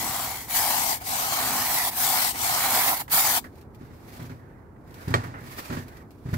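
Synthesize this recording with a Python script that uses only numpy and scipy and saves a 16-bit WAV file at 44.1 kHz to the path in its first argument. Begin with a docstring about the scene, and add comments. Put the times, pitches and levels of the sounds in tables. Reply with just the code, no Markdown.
"""A stiff hand brush scrubs fresh mortar joints on a brick wall, six strokes down and up, close by.
Bristles flick over the grit, hissing, rasping and ringing the brush's wooden back, and the sound swings
between the two microphone ports of a hand-held camera. Then the worker shifts along the wall: a sleeve
rustles, crumbs of mortar tick, steps thud on boards and one sharp knock rings out.
A low outdoor rumble lies under it all."""
import sys
import numpy as np
from scipy import signal
from scipy.fft import rfft, irfft, next_fast_len
from scipy.io import wavfile
from scipy.ndimage import uniform_filter1d, map_coordinates

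SR = 44100
rng = np.random.default_rng(int(sys.argv[2]) if len(sys.argv) > 2 else 0)


def master_out(mix):
    """Clip the mix to full scale and print it as 16-bit PCM to the path in sys.argv[1]."""
    frames = np.transpose(np.atleast_2d(mix))
    ceiling = np.clip(frames, -1, 1)
    pcm = np.round(ceiling * 32767).astype(np.int16)
    wavfile.write(sys.argv[1], SR, pcm)


N = 280917

# The brush strokes, down and up in turn. Each row: start, end, rise and fall in seconds,
# levels of bristle hiss, wooden back and sand rasp in dB, height reached from 0 to 1.
STROKES = [(-0.07, 0.467, 0.082, 0.29, -31.5, -35.5, -39.5, .33),
           (0.488, 0.987, 0.11, 0.067, -27.5, -30, -35.5, 0.98),
           (1.025, 1.907, 0.08, 0.02, -28.5, -32.5, -36.5, .22),
           (1.921, 2.338, 0.13, 0.057, -25.5, -30.5, -33.5, 0.92),
           (2.349, 3.008, 0.094, 0.14, -26, -31.5, -34, 0.06),
           (3.102, 3.402, 0.033, .026, -24.5, -30, -32, .8)]
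# How alike the two ports hear the brush, rub and knock. Each row: frequency in Hz, likeness from 0 to 1.
CLOSE_LIKENESS = [(300, 1), (700, 0.9), (1100, 0.76), (2000, 0.5), (3000, 0.2), (6000, 0), (14000, 0)]
# The same for the rumble, hand shake and scuffs. Each row: frequency in Hz, likeness from 0 to 1.
LOW_LIKENESS = [(25, .75), (60, 0.8), (125, 0.91), (250, 0.9), (700, 0.5), (2000, 0.2)]
# The bright tone of sleeve swish and crumbs. Each row: frequency in Hz, level in dB.
SWISH_SPECTRUM = [(1300, -35), (2300, 0), (3000, -6.5), (4500, -4.5), (6500, -9), (10000, -11), (13000, -6),
                  (16000, -10.5)]
# The gritty tone of a scuffing sole and the knock's crack. Each row: frequency in Hz, level in dB.
SCUFF_SPECTRUM = [(200, 2.5), (500, 0.5), (1000, 0), (1900, -1.5), (2400, -9.5), (3000, -14), (4500, -15),
                  (8000, -20.5), (16000, -41)]


def amp(db):
    """Decibels to gain."""
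    return np.exp(np.asarray(db) * (np.log(10) / 20))


def unit(x):
    """Scale to rms 1."""
    return x / np.sqrt(np.mean(x ** 2) + 1e-20)


def along(points, hz):
    """Read a curve of (Hz, value) points on a log frequency axis."""
    freqs, values = np.transpose(points)
    return np.interp(np.log(hz + 1), np.log(freqs + 1), values)


def wobble(per_second):
    """A smooth curve through so many random knots a second."""
    knots = rng.standard_normal(int(N * per_second / SR) + 4)
    coarse = np.arange(0, N, 16)
    return np.interp(np.arange(N), coarse, map_coordinates(knots, [coarse * per_second / SR]))


def swell(middle, width):
    """A bell-shaped rise and fall; middle and width in seconds."""
    return np.exp(-((np.arange(N) / SR - middle) / width) ** 2)


def filtered(x, response):
    """Filter x by a gain given as a function of Hz."""
    size = x.shape[-1]
    padded = next_fast_len(size + 8192)
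    return irfft(rfft(x, padded) * response(np.fft.rfftfreq(padded, 1 / SR)), padded)[..., :size]


def coloured(x, spectrum):
    """Equalise x with a curve of (Hz, dB) points, at rms 1."""
    return unit(filtered(x, lambda hz: amp(along(spectrum, hz))))


def patchy(x, depth_db):
    """Give x patches of colour that come and go, as in a cluttered space."""
    bins = signal.stft(x, nperseg=512)[2]
    patches = uniform_filter1d(rng.standard_normal(bins.shape), size=3, axis=1)
    patches = uniform_filter1d(patches, size=14, axis=2)
    return unit(signal.istft(bins * amp(depth_db * unit(patches)), nperseg=512)[1][:, :N])


def paired(x, likeness):
    """Blend two unrelated signals into a left and right of the given likeness."""
    angle = lambda hz: np.arccos(np.clip(along(likeness, hz), -1, 1)) / 2
    mid, side = filtered(x, lambda hz: np.array([np.cos(angle(hz)), np.sin(angle(hz))]))
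    return np.array([mid + side, mid - side])


def stereo_noise(spectrum, likeness, size=N):
    """Noise of the given tone and left-right likeness, at rms 1."""
    return coloured(paired(rng.standard_normal((2, size)), likeness), spectrum)


def delayed(x, ms):
    """One channel through a steady or moving delay."""
    return map_coordinates(x, [np.arange(N) - ms * SR / 1000], order=3)


def add(track, start, sound):
    """Mix a sound into a track, start in seconds."""
    part = track[..., round(start * SR):][..., :sound.shape[-1]]
    part += sound[..., :part.shape[-1]]


def flicks(per_second, spread_db):
    """Two streams of tiny snaps at random moments, of log-normal size."""
    fired = rng.random((2, N)) < per_second / SR
    sign = np.sign(rng.random((2, N)) - .5)
    return unit(fired * sign * amp(spread_db * rng.standard_normal((2, N))))


def arm(start_height=.62):
    """The arm sweeps the brush: its height about the middle, 1 while it goes up, and how far it leans in."""
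    t = np.arange(N) / SR
    height, upward, lean = np.full(N, start_height), np.zeros(N), np.zeros(N)
    before = start_height
    for start, end, *_, reached in STROKES:
        progress = np.clip((t - start) / (end - start), 0, 1)
        height += (reached - before) * (1 - np.cos(np.pi * progress)) / 2
        lean += np.sin(np.pi * progress)
        upward[t >= start] = reached > before
        before = reached
    return height - .5, uniform_filter1d(upward, size=1024), lean


def friction(turn_dip_db=19.5, wood_lag_s=0.022, trickle_db=-26, trickle_t60=.25):
    """Envelopes of hiss, back and rasp: each stroke rises, holds and falls, and snags add short surges."""
    # Tufts snag on a joint or flip over at a turn.
    # Each row: middle and width in seconds, hiss and wood levels in dB.
    snags = [(0.39, 0.075, -41.5, -50), (0.51, 0.021, -34.5, -41.5), (0.569, 0.029, -25.5, -43),
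             (0.705, 0.011, -42, -31), (1.019, 0.016, -44, -40), (1.767, 0.077, -33, -43.5),
             (1.924, 0.017, -39, -40), (2.178, 0.027, -37.5, -33), (2.357, 0.023, -37, -37.5),
             (2.783, 0.066, -33.5, -30), (2.888, 0.017, -28, -28.5), (2.925, 0.03, -46.5, -27),
             (2.974, .009, -34, -39.5), (3.005, 0.017, -33.5, -35.5), (3.188, 0.032, -28.5, -33)]
    t, power = np.arange(N) / SR, np.zeros((3, N))
    lag = np.array([[0], [wood_lag_s], [0]])  # the tips touch first; the back sounds as the hand leans in
    for start, end, rise, fall, hiss_db, wood_db, rasp_db, _ in STROKES:
        slack = np.maximum(1 - (t - start) / (rise + lag), 0) + np.maximum(1 - (end - t) / fall, 0)
        contact = amp(-turn_dip_db * slack ** 2)
        sand_trickle = (t > end) * amp(trickle_db - 60 * np.abs(t - end) / trickle_t60)
        power += (amp([[hiss_db], [wood_db], [rasp_db]]) * np.maximum(contact, sand_trickle)) ** 2
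    for middle, width, hiss_db, wood_db in snags:
        rasp_db = (hiss_db + wood_db) / 2 - 0.5
        power += (amp([[hiss_db], [wood_db], [rasp_db]]) * swell(middle, width)) ** 2
    return np.sqrt(power)


def wooden_back(snaps, pressure_db, low_cut_hz=570):
    """The brush's back rings briefly; pressing harder wakes its upper resonances."""
    # Each row: resonance and bandwidth in Hz, level in dB, dB gained per dB of pressure.
    resonances = [(744, 154, 1.5, 0.5), (995, 330, -1.5, 1.57), (1220, 460, -14, 5.5)]
    radiated = lambda hz: hz ** 3 / np.sqrt(hz ** 6 + low_cut_hz ** 6)  # too small to radiate bass
    out = 0
    for k, (centre, width, db, gain) in enumerate(resonances):
        resonance = lambda hz: 1j * hz * width / (centre ** 2 - hz ** 2 + 1j * hz * width)
        ring = filtered(snaps, lambda hz: radiated(hz) * resonance(hz))
        out = out + (-1) ** k * amp(db + gain * pressure_db) * ring
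    return unit(out)


def hand_shake(wood_level, follow_db=-18.5, gain_db=1):
    """The gloved hand shakes with the brush's back and takes a few jolts: a low, dragging noise."""
    # Jolts of the hand. Each row: middle and width in seconds, level in dB.
    jolts = [(0.04, 0.047, -41.5), (1.525, 0.1, -43), (2.712, .08, -54), (3.438, 0.036, -48)]
    # The tone of the shaken hand. Each row: frequency in Hz, level in dB.
    drag_spectrum = [(25, -51), (50, -30), (115, -1.5), (180, -4.5), (255, 3), (340, -7), (550, -15),
                     (1200, -48.5)]
    jolting = sum(amp(db) * swell(middle, width) for middle, width, db in jolts)
    shaking = wood_level * amp(follow_db) + jolting
    return shaking * amp(gain_db) * stereo_noise(drag_spectrum, LOW_LIKENESS)


def brush(hiss_far_db=-1.5, wood_far_db=-2.5, pan_drift_db_per_s=-0.94):
    """Bristles catch on the grit and snap free, while the brush travels past the ports."""
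    # The tones of sand dragged over brick, of the bristle tips and of the finest tips.
    # Each row: frequency in Hz, level in dB.
    rasp_spectrum = [(150, -57), (450, -15.5), (900, -12.5), (1250, -1.5), (1550, -1.5), (2000, 1.5),
                     (2300, 2), (2700, -14.5), (4000, -29.5)]
    hiss_spectrum = [(1500, -37), (2600, -7.5), (3300, -4), (3700, -5), (4200, -2), (6000, -4.5),
                     (7500, -4.5), (8700, -2.5), (9700, -10.5), (12500, -3), (16000, -8)]
    sizzle_spectrum = [(7000, -28), (9700, -7.5), (11500, -5.5), (13300, -2.5), (16000, -4)]
    height, upward, lean = arm()
    pressure_db = .5 + 1.5 * height - 1.2 * upward + 2 * lean
    sizzle_db = 2 - 6.5 * height + 2 * upward
    # the higher the brush, the farther away it is
    distance_gain = amp(np.outer([hiss_far_db, wood_far_db, wood_far_db], height))
    hiss_level, wood_level, rasp_level = friction() * distance_gain
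    snaps = lambda per_second: paired(flicks(per_second, spread_db=2), CLOSE_LIKENESS)
    back = wood_level * amp(-0.5) * wooden_back(snaps(6000), pressure_db)
    rasp = rasp_level * patchy(coloured(snaps(8000), rasp_spectrum), depth_db=3.5)
    hiss = hiss_level * patchy(coloured(snaps(20000), hiss_spectrum), depth_db=3)
    fine_tips = flicks(24000, spread_db=1.5)  # unrelated at the two ports
    sizzle = hiss_level * amp(sizzle_db) * patchy(coloured(fine_tips, sizzle_spectrum), depth_db=0.5)
    # the camera shades the treble at the far port, and slowly turns toward the brush
    pan_db = 5.5 + 5 * height + 2 * upward + pan_drift_db_per_s * np.arange(N) / SR
    treble = (hiss + sizzle) * amp(np.array([pan_db, -pan_db]) / 2)
    drag = hand_shake(wood_level)
    grip = amp(.45 * wobble(45) + .8 * wobble(260))  # whole tufts catch and let go together
    left, right = grip * (back + rasp + treble + drag)
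    left_lead_ms = 0.039 + 0.572 * height + 0.01 * upward
    return np.array([delayed(left, -left_lead_ms / 2), delayed(right, left_lead_ms / 2)])


def outdoors(rumble_db=-46.5, swell_db=1, hiss_db=-76):
    """Low, distant rumble, nearly the same at both ports, under a faint hiss."""
    # The tone of the open air. Each row: frequency in Hz, level in dB.
    rumble_spectrum = [(18, -56.5), (30, -22), (50, -4), (70, -2.5), (115, -0.5), (175, -9), (240, -7),
                       (370, -9.5), (600, -17), (900, -18.5), (1600, -28), (2400, -41), (4000, -78)]
    rumble = stereo_noise(rumble_spectrum, LOW_LIKENESS) * amp(rumble_db + swell_db * wobble(6.3))
    return rumble + amp(hiss_db) * rng.standard_normal((2, N))


def clothing(rub_gain_db=1, swish_gain_db=3, crease_db=1.65, scrape_gain_db=-7):
    """A sleeve rubs and swishes as the arm moves, with a few short scrapes."""
    # Sleeve movements. 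Each row: middle and width in seconds, rub and swish levels in dB.
    moves = [(3.582, 0.055, -63, -64), (3.87, 0.13, -61, -66.5), (4.173, .13, -51.5, -53.5),
             (4.48, 0.21, -60.5, -76.5), (5.082, 0.16, -46.5, -55), (5.575, .13, -46, -47.5),
             (5.763, 0.081, -51, -52.5), (5.948, 0.087, -52, -62.5), (6.173, 0.072, -76, -69.5),
             (6.356, 0.074, -56, -53.5)]
    # Scrapes of glove and sleeve.
    # Each row: start in seconds, level in dB, relative treble in dB, rise and t60 in seconds.
    scrapes = [(3.079, -28.5, -10, .001, 0.082), (3.441, -32.5, -9, 0.0012, 0.14),
               (4.314, -32.5, -23, .001, 0.048), (4.761, -46, -31.5, 0.00095, .04),
               (5.235, -27, -12.5, 0.0067, 0.15), (5.337, -30, -47, 0.0022, 0.3),
               (5.58, -29, -2, 0.008, 0.095), (5.721, -24, -17, .003, .11),
               (6.339, -22.5, -11, .001, 0.057)]
    # The dull tone of rubbing cloth. 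Each row: frequency in Hz, level in dB.
    rub_spectrum = [(300, 3), (700, 1.5), (1200, 4), (1900, 3.5), (2300, -6.5), (2900, -14), (5000, -36)]
    rubbing = sum(amp(db + rub_gain_db) * swell(middle, width) for middle, width, db, _ in moves)
    swishing = sum(amp(db + swish_gain_db) * swell(middle, width) for middle, width, _, db in moves)
    t = np.arange(SR // 2) / SR
    for start, db, treble_db, rise, t60 in scrapes:
        scrape = amp(db + scrape_gain_db - 60 * t / t60) * (1 - np.exp(-t / rise))
        add(rubbing, start, scrape)
        add(swishing, start, scrape * amp(treble_db))
    rub = rubbing * patchy(stereo_noise(rub_spectrum, CLOSE_LIKENESS), depth_db=2.5)
    swish = swishing * patchy(coloured(rng.standard_normal((2, N)), SWISH_SPECTRUM), depth_db=1.5)
    return (rub + swish) * amp(crease_db * wobble(70))


def crumbs(gain_db=-8, t60=0.078):
    """Loose bits of mortar tick as they land."""
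    # Each row: landing time in seconds, level in dB.
    landings = [(3.0986, -32), (3.555, -48.5), (3.612, -46), (3.747, -46), (4.876, -53), (4.907, -47),
                (4.942, -39), (5.0809, -32), (5.141, -30), (5.105, -35), (5.407, -44), (5.8815, -40),
                (5.9696, -42), (6.107, -44.5)]
    level, t = np.zeros(N), np.arange(SR // 4) / SR
    for start, db in landings:
        add(level, start, amp(db + gain_db - 60 * t / t60))
    return level * coloured(rng.standard_normal((2, N)), SWISH_SPECTRUM)


def steps(thud_db=-7, upper_gain_db=5, scuff_db=-7, rise_s=0.0037, scuff_t60=0.19, low_cut_hz=55):
    """Heel, ball and toe of each footfall thud on the boards and scuff a little grit."""
    # Each row: start and heel-to-toe roll in seconds, heel, ball and toe levels in dB,
    # trims for the upper modes and the scuff in dB, t60 in seconds.
    footfalls = [(3.806, 0.096, -31, -41, -35.5, -5, -10.5, 0.3),
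                 (4.194, .1, -27, -39, -29, -10.5, -6.5, 0.53),
                 (5.075, 0.072, -13.5, -16, -11.5, -13, -14, 0.23),
                 (5.252, .155, -28, -33, -32, -12, -17, 0.51),
                 (5.697, .069, -19.5, -23.5, -22, -6, -5.5, 0.27),
                 (6.254, 0.075, -19, -19, -10, -14, -18, 0.19)]
    # The modes of the boards. Each row: frequency in Hz, level in dB, share of the footfall's t60.
    board_modes = [(71, -15, 0.46), (94, -3, 1), (120.6, -1, 1), (151.8, 0, 0.52), (243.9, 0, 0.95),
                   (275, -3.5, 0.75), (375, -6, 0.6)]
    thuds, scuffing, t = np.zeros(N), np.zeros(N), np.arange(SR // 2) / SR
    onset = 1 - np.exp(-t / rise_s)
    hz, mode_db, share = np.transpose(board_modes)[:, :, None]
    upper = hz > 200
    for start, roll, heel_db, ball_db, toe_db, upper_db, grit_db, t60 in footfalls:
        decay = amp(mode_db + upper * (upper_db + upper_gain_db) - 60 * t / (t60 * share))
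        for touch, db in (start, heel_db), (start + .42 * roll, ball_db), (start + roll, toe_db):
            detune = 1 + 0.035 * rng.standard_normal(hz.shape)
            modes = decay * np.sin(2 * np.pi * hz * detune * t)
            add(thuds, touch, amp(db + thud_db) * modes.sum(axis=0) * onset)
            add(scuffing, touch, amp(db + grit_db + scuff_db - 60 * t / scuff_t60) * onset)
    # narrow boards radiate no deep bass
    thuds = signal.sosfilt(signal.butter(2, low_cut_hz, "high", fs=SR, output="sos"), thuds)
    grit = coloured(paired(flicks(4000, spread_db=0), LOW_LIKENESS), SCUFF_SPECTRUM)
    return thuds + scuffing * grit


def knock(ring_db=-10, crack_db=-9, crack_t60=0.082, scatter_db=-27, scatter_t60=0.85):
    """A hard blow: a crack, a short ring and a faint scatter from the wall."""
    # Each row: time of the blow in seconds, level in dB.
    blows = [(5.14, -9)]
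    # The modes it rings. Each row: frequency in Hz, level in dB, t60 in seconds.
    ring_modes = [(378, -8, 0.1), (481, -13, 0.25), (650, -12, 0.091), (1180, 4.5, 0.077),
                  (1350, -4, 0.057), (1590, -4, 0.066), (1875, 5, 0.035), (2290, 1, 0.035),
                  (3240, -5.5, .05), (3800, -7, .05), (4370, -15, 0.06)]
    out, t = np.zeros((2, N)), np.arange(SR // 2) / SR
    for start, db in blows:
        ring = sum(amp(mode_db - 60 * t / t60) * np.sin(2 * np.pi * (hz * t + rng.random()))
                   for hz, mode_db, t60 in ring_modes)
        noise = stereo_noise(SCUFF_SPECTRUM, CLOSE_LIKENESS, len(t))
        fade = amp(crack_db - 60 * t / crack_t60) + amp(scatter_db - 60 * t / scatter_t60)
        add(out, start, amp(db) * (amp(ring_db) * ring + fade * noise))
    return out


def scene(left_lag_ms=0.422):
    """Brushing, then moving on; the worker's own noises reach the right port first."""
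    left, right = steps() + knock() + clothing()
    worker = np.array([delayed(left, left_lag_ms), right])
    return brush() + worker + crumbs() + outdoors()


def record(dry, top_hz=15760):
    """Each microphone port has its own colour, and the top end is cut steeply."""
    # The balance of the ports. Each row: frequency in Hz, left minus right in dB.
    port_balance = [(100, -0.5), (700, -1.5), (1200, -4), (1900, -8), (2400, -3.5), (2900, 1), (4500, -1.5),
                    (6000, 4), (7800, 7.5), (9800, -1.5), (12500, -4), (15500, -3)]

    def ports(hz):
        ratio = amp(along(port_balance, hz))
        return np.array([ratio, np.ones_like(hz)]) * np.sqrt(2 / (1 + ratio ** 2))
    low_pass = lambda hz: (1 - np.tanh((hz - top_hz) / 60)) / 2
    return filtered(dry, lambda hz: ports(hz) * low_pass(hz))


dry = scene()
out = record(dry)
master_out(out)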